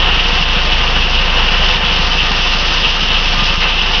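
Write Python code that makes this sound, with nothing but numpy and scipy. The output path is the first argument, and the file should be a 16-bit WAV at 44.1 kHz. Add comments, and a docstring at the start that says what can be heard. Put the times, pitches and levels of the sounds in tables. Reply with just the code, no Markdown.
"""Gravel poured from a tipper trailer

Coarse gravel slides down a metal bed, whose modes ring under the many small impacts. The stones clack
together in surges under the tailgate and patter onto a heap in an open field. An idling diesel throbs
at its firing rate, and an air compressor puffs into a resonant intake pipe. A small camera hears it
all through a narrow band, with one soft gust."""
import sys
import numpy as np
from scipy.fft import rfft, irfft, next_fast_len
from scipy.io import wavfile
from scipy.ndimage import map_coordinates

SR = 44100
rng = np.random.default_rng(int(sys.argv[2]) if len(sys.argv) > 2 else 0)


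def digitize_waveform(pressure):
    """Quantize a signal to 16-bit integers and store it at the path in sys.argv[1].

    Rows of a 2-D input are taken as channels; values are limited to [-1, 1].
    """
    field = np.atleast_2d(pressure).T
    bounded = np.clip(field, -1, 1)
    quanta = np.round(bounded * 32767).astype(np.int16)
    wavfile.write(sys.argv[1], SR, quanta)


N = 176400


def amp(db):
    """Amplitude ratio of a level in decibels."""
    return 10 ** (np.asarray(db) / 20)


def unit(x):
    """Normalisation to an RMS of one."""
    return x / np.sqrt(np.mean(x ** 2) + 1e-20)


def curve(rows):
    """Linear interpolation of (time_s, value) rows, one value per sample."""
    return np.interp(np.arange(N) / SR, *np.transpose(rows))


def wobble(knots_per_s):
    """Smooth random modulation: a spline through Gaussian values."""
    knots = rng.standard_normal(int(N * knots_per_s / SR) + 4)
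    return map_coordinates(knots, [np.arange(N) * knots_per_s / SR])


def filtered(x, response):
    """Linear filtering: the spectrum is multiplied by a frequency response."""
    size = next_fast_len(N + SR // 2)
    hz = np.fft.rfftfreq(size, 1 / SR)
    return irfft(rfft(x, size) * response(hz), size)[:N]


def coloured(x, points):
    """Spectral shaping by (frequency_hz, gain_db) points on a log axis."""
    hz, db = np.transpose(points)
    return filtered(x, lambda f: amp(np.interp(np.log(f + 1), np.log(hz), db)))


def ringing(x, modes):
    """Modal superposition: x drives damped resonators in parallel."""
    return filtered(x, lambda f: sum(amp(db) * 1j * f * width / (hz * hz - f * f + 1j * f * width)
                                     for hz, width, db in modes))


def impacts(per_s, spread_db):
    """A Poisson process: independent stone contacts of unequal force."""
    hits = rng.random(N) < per_s / SR
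    force = amp(spread_db * np.clip(rng.standard_normal(N), -2, 2))
    return hits * rng.choice([-1, 1], N) * force


def gust(level_db=-23, at_s=3.41, width_s=.07):
    """Low noise swells once under a Gaussian envelope, as of a breeze on the microphone."""
    # buffeting spectrum: frequency_hz, gain_db
    spectrum = [(25, -10.5), (70, 0.5), (130, -0.5), (250, -13.5), (700, -55)]
    swell = np.exp(-((np.arange(N) / SR - at_s) / width_s) ** 2)
    return amp(level_db) * swell * unit(coloured(rng.standard_normal(N), spectrum))


def diesel(firing_hz=27.965, first_firing_s=.005, cylinders=6, jitter=.013, uneven_db=.6,
           rumble_db=-28.5, rumble_fade_db_per_s=.5):
    """Periodic firing gives exhaust harmonics, modulated once per engine cycle, over chassis rumble."""
    # exhaust harmonics: firing_multiple, gain_db, swing_db, fade_db_per_s
    orders = [(1, 0.5, 0.1, 0), (2, -8.5, 2, 1.16), (4, -19, 1, .3)]
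    # strength of the exhaust throb: time_s, level_db
    throb_levels = [(0.05, -15.5), (0.61, -17), (0.65, -15.5), (1.68, -14.5), (1.8, -21), (2.0, -16),
                    (2.97, -19), (3.32, -15.5), (3.73, -19), (3.95, -17)]
    # chassis rumble: frequency_hz, gain_db
    spectrum = [(8, -32.5), (20, -3.5), (33, -3.5), (45, -1), (70, 1), (100, -9), (200, -2.5), (400, -27.5),
                (1500, -63)]
    t = np.arange(N) / SR
    from_middle_s = t - t.mean()
    firings = firing_hz * (t - first_firing_s) + jitter * wobble(12)
    lope = np.cos(2 * np.pi * firings / cylinders)
    throb = np.zeros(N)
    for multiple, db, swing, fade in orders:
        rms = amp(db - swing * lope - fade * from_middle_s + uneven_db * wobble(25))
        throb += np.sqrt(2) * rms * np.cos(2 * np.pi * multiple * firings)
    rumble = unit(coloured(rng.standard_normal(N), spectrum))
    rumble *= amp(rumble_db - rumble_fade_db_per_s * from_middle_s)
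    return amp(curve(throb_levels)) * throb + rumble


def compressor(turn_hz=12.61, level_db=-31, scatter_db=1.55, fade_db_per_s=.5):
    """A slowly fading train of air pulses excites the resonances of the intake pipe."""
    # puffs in one turn, the first two a double flap of the valve: turn_fraction, gain_db
    strokes = [(0.144, 2), (.225, -3), (.605, -8)]
    # intake pipe resonances: frequency_hz, bandwidth_hz, gain_db
    modes = [(65, 16, 4.5), (164.4, 55, 7.5), (205, 30, -4.5), (255, 40, -11)]
    puffs = np.zeros(N + SR)
    turns = np.arange(int(N / SR * turn_hz) + 1)
    for fraction, db in strokes:
        times_s = (turns + fraction) / turn_hz
        puff_db = db - fade_db_per_s * times_s + scatter_db * rng.standard_normal(len(turns))
        puffs[np.round(times_s * SR).astype(int)] = amp(puff_db)
    muffled = coloured(ringing(puffs[:N], modes), [(270, 10), (400, -24), (1000, -46.5)])
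    return amp(level_db) * unit(muffled)


def heap(patter_db=3, flutter_db=1.24):
    """Brief contacts carry high frequencies: stones tick sharply as they land."""
    # stones landing on the heap: time_s, level_db
    landing_levels = [(0.0, -28), (0.03, -29.5), (0.42, -24), (0.43, -27.5), (1.76, -25.5), (1.79, -30),
                      (1.97, -24), (2.38, -25.5), (2.57, -23.5), (3.14, -25.5), (3.48, -22.5), (3.77, -28),
                      (3.98, -24.5), (4.0, -26.5)]
    # patter spectrum: frequency_hz, gain_db
    spectrum = [(1500, -34.5), (3000, 1.5), (3800, 0.5), (4300, 0), (5000, 1), (5500, -1), (6000, 0.5),
                (7000, -15)]
    ticks = unit(coloured(impacts(per_s=5000, spread_db=5), spectrum))
    return amp(curve(landing_levels) + patter_db + flutter_db * wobble(45)) * ticks


def knocks(relative_bandwidth=.16, width_s=.024):
    """Damped resonance: tumbling heavy stones knock hollowly at the pitch of the spot they hit."""
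    # tumbles on the bed: centre_s, level_db, pitch_hz
    tumbles = [(.68, -27, 610), (.848, -21.5, 1000), (1.39, -27, 660), (1.62, -24, 620), (2.6, -29, 600),
               (3.63, -25, 2080)]
    t, out = np.arange(N) / SR, np.zeros(N)
    for centre_s, db, hz in tumbles:
        mode = [(hz, relative_bandwidth * hz, 0)]
        envelope = amp(db) * np.exp(-((t - centre_s) / width_s) ** 2)
        contacts = impacts(per_s=1500, spread_db=2)
        out += envelope * unit(ringing(ringing(contacts, mode), mode))
    return out


def bed(scrape_db=-1.5, ring_db=-3.5, flutter_db=.8):
    """Forced vibration: the sliding load scrapes the metal bed and drives its modes."""
    # the load sliding: time_s, level_db
    slide_levels = [(0.0, -18), (0.5, -21), (0.97, -18), (0.99, -21), (1.44, -18), (1.75, -19), (1.83, -20),
                    (3.54, -20.5), (3.59, -26), (3.63, -18), (3.82, -22), (4.0, -20.5)]
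    # scraping spectrum: frequency_hz, gain_db
    spectrum = [(40, -4), (150, -5.5), (310, -10.5), (500, 1), (650, -4.5), (900, 2.5), (1300, -0.5),
                (2000, -1.5), (2400, -3), (3200, -2.5), (4500, -38.5)]
    # bed resonances: frequency_hz, bandwidth_hz, gain_db
    modes = [(385, 24, -4), (484, 18, -1.5), (540, 40, -6.5), (700, 20, -4), (732, 20, 0), (810, 40, -6),
             (897, 28, 0), (1037, 24, 2), (1160, 50, -4), (1292, 36, -.7), (1441, 34, -4), (1542, 18, 0),
             (1745, 18, -1), (1820, 40, -4), (2350, 60, -4)]
    # one panel sings as the load thins: time_s, level_db
    panel_levels = [(0, -32), (1.9, -36), (2.45, -29), (3.1, -34), (3.7, -29.5), (4, -46)]
    # panel resonance: frequency_hz, bandwidth_hz, gain_db
    panel_mode = [(1211, 16, 0)]
    scrape = amp(scrape_db) * unit(coloured(impacts(per_s=7000, spread_db=4.5), spectrum))
    ring = amp(ring_db) * unit(ringing(impacts(per_s=2500, spread_db=3.5), modes))
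    panel_hits = impacts(per_s=770, spread_db=3)
    panel = unit(ringing(ringing(panel_hits, panel_mode), panel_mode))
    slide = amp(curve(slide_levels) + flutter_db * wobble(35))
    return slide * (scrape + ring) + amp(curve(panel_levels)) * panel


def tailgate_stream(clack_db=-2, ring_db=-4, flutter_db=1.31):
    """Granular flow: stones crowd under the tailgate and collide in clumps."""
    # surges of stones: time_s, level_db
    surge_levels = [(0.0, -15), (0.69, -16.6), (0.73, -13.5), (0.81, -17.5), (0.85, -16), (0.91, -19),
                    (1.02, -13), (1.07, -21.5), (1.18, -13), (1.23, -17), (1.41, -16), (1.46, -19.5),
                    (1.49, -16.5), (1.61, -16.5), (1.75, -14.5), (1.8, -19), (1.86, -13.5), (2.03, -17.9),
                    (2.26, -15.5), (2.34, -20), (2.42, -15.5), (2.58, -19), (2.88, -14.5), (2.97, -20),
                    (3.15, -12), (3.2, -19), (3.44, -14.5), (3.57, -20), (3.63, -14.5), (3.66, -19.5),
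                    (3.7, -15), (3.77, -17), (3.79, -14.5), (3.88, -18.5), (3.95, -13.5), (3.99, -18)]
    # clack spectrum: frequency_hz, gain_db
    spectrum = [(1200, -41.5), (2100, -11), (2420, -16), (2650, 0), (2900, 0.5), (3150, -2), (3600, -6),
                (4100, -15), (5500, -43.5)]
    # resonances the clacks excite: frequency_hz, bandwidth_hz, gain_db
    modes = [(2640, 42, -1.5), (2802, 50, 0), (2922, 60, -1.5)]
    clacks = amp(clack_db) * unit(coloured(impacts(per_s=3200, spread_db=1.5), spectrum))
    ring = amp(ring_db) * unit(ringing(impacts(per_s=1500, spread_db=3), modes))
    return amp(curve(surge_levels) + flutter_db * wobble(40)) * (clacks + ring)


def big_stones(level_db=-5, attack_s=.00042, ring_t60_s=.012, crack_db=-7, crack_t60_s=.006):
    """Free decay after impact: each big stone cracks and rings for a few milliseconds."""
    # single strikes: start_s, gain_db, pitch_hz
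    strikes = [(0.1196, -1, 2960), (0.4254, 7.5, 2820), (0.5785, -4, 2800), (0.7812, 5, 2860),
               (1.2885, -5, 2930), (1.484, 5.5, 3000), (1.488, 4.5, 2740), (1.566, -13, 2750),
               (1.8547, -2, 2790), (2.1188, 5, 2920), (2.6943, -5, 2800), (3.6895, 4, 2760),
               (3.785, -4, 2740), (3.9325, 0, 2950)]
    t, out = np.arange(SR // 20) / SR, np.zeros(N + SR)
    attack = 1 - np.exp(-t / attack_s)
    for start_s, db, hz in strikes:
        ring = np.sin(2 * np.pi * hz * t) * amp(-60 * t / ring_t60_s)
        crack = rng.standard_normal(len(t)) * amp(crack_db - 60 * t / crack_t60_s)
        out[round(start_s * SR):][:len(t)] += amp(db + level_db) * (ring + crack) * attack
    return out[:N]


def scene():
    """Superposition in a free field: gravel and truck add without echoes."""
    gravel = bed() + tailgate_stream() + heap() + big_stones() + knocks()
    return (gravel + diesel() + compressor() + gust())[None]


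def record(dry):
    """Soft saturation and band limiting: the camera rounds the highest peaks and cuts the treble."""
    # camera roll-off: frequency_hz, gain_db
    roll_off = [(5400, -0.5), (6000, -10), (6400, -14.5), (6750, -20), (7050, -35), (7300, -64.5)]
    ceiling, band_limit_hz = .84, 7250
    rounded = dry[0] / (1 + (dry[0] / ceiling) ** 10) ** (1 / 10)
    return filtered(coloured(rounded, roll_off), lambda hz: hz < band_limit_hz)[None]


dry = scene()
out = record(dry)
digitize_waveform(out)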